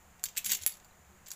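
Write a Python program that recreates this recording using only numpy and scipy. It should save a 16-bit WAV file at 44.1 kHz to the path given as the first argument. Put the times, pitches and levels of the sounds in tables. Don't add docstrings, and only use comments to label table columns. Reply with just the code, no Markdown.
import sys
import numpy as np
from scipy import signal
from scipy.fft import rfft, irfft, next_fast_len
from scipy.io import wavfile

SR = 44100
rng = np.random.default_rng(int(sys.argv[2]) if len(sys.argv) > 2 else 0)


def log_audio(samples):
    frames = np.atleast_2d(samples).T
    limited = np.clip(frames, -1, 1)
    pcm = np.round(limited * 32767).astype(np.int16)
    wavfile.write(sys.argv[1], SR, pcm)


N = 59535
TIME = np.arange(N) / SR
LOW_MID_HZ, TREBLE_HZ = (1320, 4060), 8370

# t/s, level/dB, treble gain/dB, low-mid gain/dB, shaking of the heap/dB
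IMPACTS = [ (0.195, -36, -5, 4, 6), (0.2328, -32, -1, -8, 9), (0.239, 1.5, -0.5, -11, -2),
           (0.2558, -9, 2.5, 0.5, 1), (0.2622, -8.5, -13, -4.5, 1.5), (0.2868, -13.5, -6, -1.5, -3),
           (0.3538, -21.5, -17, 7, -4.5), (0.3650, -17, -8, 3, 4.5), (0.3697, -18.5, -3, 2, 7.5),
           (0.3703, -8.5, 6, 12, -8), (0.3753, -7, 2.5, -10, 2.5), (0.3777, -8.5, 5.5, 10.5, 0.5),
           (0.3818, -2.5, 6, -2, -8), (0.39, -14.5, -3, 5.5, 2.5), (0.4437, -16, -5, 0, -1),
           (0.4466, -4.5, -1, -2.5, -1.5), (0.4553, -11.5, 0, -14, 4), (0.4611, -10, 4, 9, 4),
           (0.4649, -10, -1, 5.5, 3), (0.4701, -16.5, -4, -7, 10), (0.4754, -11.5, -8, 6.5, -2),
           (0.4937, -18, -4, 12, 0), (0.5, -11, 0, -1, -1), (0.5035, -6.5, 4, 6, -1),
           (0.5128, -8.5, 6, 5.5, 2.5), (0.5184, 1, 2, 0, 0.5), (0.5211, -1, 1, -0.5, 2.5),
           (0.5302, -17.5, 10, 5, 4), (0.5330, -8, 3, -3, 3.5), (0.5464, -12, -16, -6, 6.5),
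           (0.5474, -6.5, 4, -13, -1.5), (0.5509, -3.5, -3.5, 0.5, 0), (0.5719, -23, 8, -13, 1),
           (0.5902, -23.5, 2, 14, -11), (0.6153, -17.5, -2, 4, -2.5), (0.6213, -16.5, -8, -7, 4.5),
           (0.629, -26, -3, 6, -1), (0.6350, -7.5, -9.5, -9, -1), (0.6636, 5, 6, 2, -9),
           (0.6750, -9, 13, 6, -3.5), (0.677, -15.5, 0, 8, 2), (0.6944, -13.5, -7, -4, 0.5),
           (0.722, -20.5, 2, -11, 0), (0.7393, -22.5, -8, -5.5, 3.5), (0.7537, -20, -21, -5, -8),
           (0.7696, -34.5, 0, -8, 8), (0.7998, -25, -15, -7, -1), (0.8464, -26, -4.5, -8, -1),
           (1.2614, -28, -23, -9, 7), (1.2664, -17.5, -23, -9, 2.5), (1.2715, -19, -9, -5, -2.5),
           (1.2841, -20, 2, -6, 0), (1.3052, -10.5, -15, -16, 4), (1.3156, -9, -5.5, -9, 4.5),
           (1.3348, -24.5, -1, -3, 4)]
# start/s, end/s, level/dB, low-mid gain/dB
SLIDES = [(0.362, 0.397, -20, 4), (0.458, 0.559, -17, 3.5), (0.59, 0.66, -34, 6.5), (0.692, 0.741, -37, -3),
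          (1.26, 1.3, -38, 3)]
# f/Hz, gain/dB
CONTACT_SPECTRUM = [(200, -38), (700, -23.5), (1200, -19.5), (1600, -10), (2600, -5), (3600, -5.5),
                    (5500, -5.5), (6500, -0.5), (7400, 5), (8600, -6.5), (9900, -14.5), (11300, -2.5),
                    (13000, -4), (15300, -1.5)]
# f/Hz, relative level/dB, T60/s
SMALL_COIN = [(11100, -4, 0.25), (11233, 1, 0.14), (11240, -6, .22)]
LARGE_COIN = [(5830, 3, 0.12), (5660, 3, 0.08), (6580, -13, 0.1), (6580, 10.5, 0.13), (7387, -15, 0.12),
              (7350, -13, 0.11), (14600, -13, .1), (15100, -3, 0.11), (14600, 9.5, .12), (15000, 0, .12)]
# f/Hz, relative level/dB, T60/s
PINCHED_COIN = [(1605, -12.5, 0.07), (4400, -5, 0.059), (7360, 4.5, 0.061), (9650, -1.5, 0.039),
                (10800, 8.5, 0.018)]
TILTED_COIN = [(1980, -32, 0.21), (2590, -5, 0.16), (2775, -16, 0.087), (3240, -24, 0.23),
               (7250, -11, 0.098), (7415, -26, .07), (8100, 13, 0.043), (11200, -12, 0.056)]
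SETTLING_COIN = [(2830, -3.5, 0.21), (4560, 5.5, .15), (4700, 0, 0.1), (4940, -2.5, 0.082), (6470, -3, .08)]
COIN_STACK = [(885, -9, 0.16), (1031, -4, 0.19), (1130, -5, 0.15), (1558, 3, 0.15), (1690, -8, 0.13)]
FAR_COIN = [(3950, 0.0066, 0.033)]
# t/s, table of modes, level/dB, treble gain/dB, time left free/s
FREE_VIBRATIONS = [ (0.2389, PINCHED_COIN, -33.5, 1, 0.01), (0.3758, TILTED_COIN, -39, -17, 0.049),
                   (0.457, SMALL_COIN, -36, -2, 0.019), (0.4609, TILTED_COIN, -51, -4, 0.032),
                   (0.481, SMALL_COIN, -40, -1, .014), (0.4940, LARGE_COIN, -44.5, -3, .05),
                   (0.5186, LARGE_COIN, -44, -7, 0.089), (0.4934, COIN_STACK, -54.5, 0, .03),
                   (0.519, COIN_STACK, -49, 0, 0.029), (0.5189, SETTLING_COIN, -45, 0, 0.056),
                   (0.5515, SMALL_COIN, -45.5, -2.5, 0.027), (0.5902, SMALL_COIN, -56.5, -3, .02),
                   (0.6235, SMALL_COIN, -47.5, -2.5, 0.047), (0.6649, SMALL_COIN, -26.5, 0.5, 0.0064),
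                   (0.6810, SMALL_COIN, -40, 0, 0.11), (0.7222, SETTLING_COIN, -58.5, 0, 0.019),
                   (0.846, SETTLING_COIN, -70.5, -6, 0.0071), (0.9100, FAR_COIN, -61, -3, .004),
                   (1.2727, SMALL_COIN, -60, -4, 0.049), (1.3145, SMALL_COIN, -50.5, -2, .04),
                   (1.3165, SETTLING_COIN, -57, 0, 0.014), (1.3157, TILTED_COIN, -57.5, -8, 0.013)]
# t/s, impulse level/dB
LANDINGS = [(0.2391, -25), (0.6639, -12)]
# delay/s, gain/dB
REFLECTIONS = [(.0018, -18), (.0034, -18)]
# time of peak/s, half-length/s, f/Hz, level/dB
SWELLS = [(0.509, 0.15, 197.5, -56), (0.546, 0.15, 397, -64.5), (0.628, 0.042, 80, -51),
          (1.13, 0.08, 363, -65.5)]
# f/Hz, relative spectral density/dB
NOISE_SPECTRUM = [(25, -2), (43, -11.5), (70, 2.5), (110, -9), (170, -4.5), (290, -16.5), (400, -15),
                  (760, -11.5), (1600, -14), (2600, -19.5), (3600, -26), (5500, -28.5), (7100, -15),
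                  (8500, -28.5), (10000, -28), (12000, -28), (15500, -25.5)]
# f/Hz, bandwidth/Hz, level/dB
HUMS = [(74.1, 9.1, -73.5), (199.1, 10.3, -75.5), (363.6, 18, -85.5), (733, 21.5, -78)]


def contact(heap_db, mode_count=80, median_t60_s=0.022):
    t = TIME[:SR // 16]
    hz = np.linspace(300, 16000, mode_count) + rng.uniform(-90, 90, mode_count)
    t60 = median_t60_s * np.exp(0.53 * rng.standard_normal(mode_count))
    phase = rng.uniform(0, 2 * np.pi, mode_count)
    modes = np.sin(2 * np.pi * hz[:, None] * t + phase[:, None]) * decay(t, t60[:, None])
    sound = from_db(heap_db - 1.5) * unit_energy(modes.sum(axis=0))
    sound[4] += from_db(-4.5)
    return sound


def impacts():
    out = np.zeros(N)
    for s, db, treble_db, low_mid_db, heap_db in IMPACTS:
        add(out, s, from_db(db) * band_gains(contact(heap_db), treble_db, low_mid_db))
    return out


def slides(slips_per_s=410, spots=4, spread_db=6):
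    out = np.zeros(N)
    for start, end, db, low_mid_db in SLIDES:
        t = TIME[:int((end - start) * SR)]
        swell = from_db(db) * np.sqrt(np.abs(np.sin(np.pi * t / (end - start))))
        chance, size = rng.random((2, spots, N))[:, :, :len(t)]
        slipping = chance < slips_per_s / spots / SR
        for slips in slipping * from_db(spread_db * size) * swell:
            response = band_gains(contact(heap_db=0), treble_db=-4, low_mid_db=low_mid_db)
            add(out, start, signal.fftconvolve(slips, response))
    return out


def loose_coins(choke_t60_s=0.015):
    out = np.zeros(N)
    t = TIME[:SR // 2]
    for s, modes, db, treble_db, free_s in FREE_VIBRATIONS:
        choke = decay(np.maximum(t - free_s, 0), choke_t60_s)
        for hz, mode_db, t60 in modes:
            amplitude = from_db(db + mode_db + treble_db * (hz > TREBLE_HZ))
            add(out, s, amplitude * np.sin(2 * np.pi * hz * t) * decay(t, t60) * choke)
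    return out


def thuds():
    pushes = np.zeros(N)
    for s, db in LANDINGS:
        add(pushes, s, -from_db([db]))
    return butter(butter(pushes, 110, "high", order=1), 3100, "low")


def reverberation(x, low_t60_s=0.29, treble_t60_s=0.17, crossover_hz=5700, build_s=0.0073):
    t = TIME[:SR // 2]
    low = butter(rng.standard_normal(len(t)), crossover_hz, "low") * decay(t, low_t60_s)
    treble = butter(rng.standard_normal(len(t)), crossover_hz, "high") * decay(t, treble_t60_s)
    build_up = 1 - np.exp(-t / build_s)
    response = from_db(-13.5) * unit_energy((low + treble) * build_up)
    for delay, db in REFLECTIONS:
        add(response, delay, from_db([db]))
    return signal.fftconvolve(x, response)[:N]


def low_swells():
    out = np.zeros(N)
    for peak_s, half_length_s, hz, db in SWELLS:
        envelope = np.cos(np.pi / 2 * np.clip((TIME - peak_s) / half_length_s, -1, 1)) ** 4
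        out += from_db(db) * envelope * np.sin(2 * np.pi * hz * TIME)
    return out


def background():
    out = from_db(-60) * unit_rms(coloured(rng.standard_normal(N), NOISE_SPECTRUM))
    for hz, width, db in HUMS:
        hum = butter(rng.standard_normal(2 * N), [hz - width / 2, hz + width / 2], "band")
        out += from_db(db) * unit_rms(hum[N:])
    return out


def coloured(x, points):
    size = next_fast_len(2 * N)
    hz, db = np.transpose(points)
    bin_hz = np.fft.rfftfreq(size, 1 / SR)
    gain = from_db(np.interp(np.log(bin_hz + 1), np.log(hz), db))
    cepstrum = irfft(np.log(gain), size)
    cepstrum[1:size // 2] *= 2
    cepstrum[size // 2 + 1:] = 0
    return irfft(rfft(x, size) * np.exp(rfft(cepstrum)), size)[:N]


def band_gains(x, treble_db, low_mid_db):
    size = 2 * len(x)
    hz = np.fft.rfftfreq(size, 1 / SR)
    treble = 1 - 1 / (1 + (hz / TREBLE_HZ) ** 10)
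    low_mid = 1 / (1 + (hz / LOW_MID_HZ[1]) ** 6) - 1 / (1 + (hz / LOW_MID_HZ[0]) ** 6)
    gain = from_db(treble_db * treble + low_mid_db * low_mid)
    return irfft(rfft(x, size) * gain)[:len(x)]


def butter(x, hz, kind, order=2):
    return signal.sosfilt(signal.butter(order, hz, kind, fs=SR, output="sos"), x)


def decay(t, t60):
    return np.exp(-np.log(1000) * t / t60)


def from_db(db):
    return 10 ** (np.asarray(db) / 20)


def unit_rms(x):
    return x / np.sqrt(np.mean(x ** 2) + 1e-20)


def unit_energy(x):
    return x / np.sqrt(np.sum(x ** 2) + 1e-20)


def add(track, s, sound):
    start = int(s * SR)
    track[start:start + len(sound)] += sound[:N - start]


def scene():
    clatter = coloured(impacts() + slides(), CONTACT_SPECTRUM)
    ringing = loose_coins()
    reflected = reverberation(clatter + from_db(-8.5) * ringing)
    return (clatter + ringing + reflected + thuds() + low_swells() + background())[None]


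def record(dry):
    low_pass = signal.ellip(10, .3, 70, 15450, fs=SR, output="sos")
    return signal.sosfilt(low_pass, dry)


dry = scene()
out = record(dry)
log_audio(out)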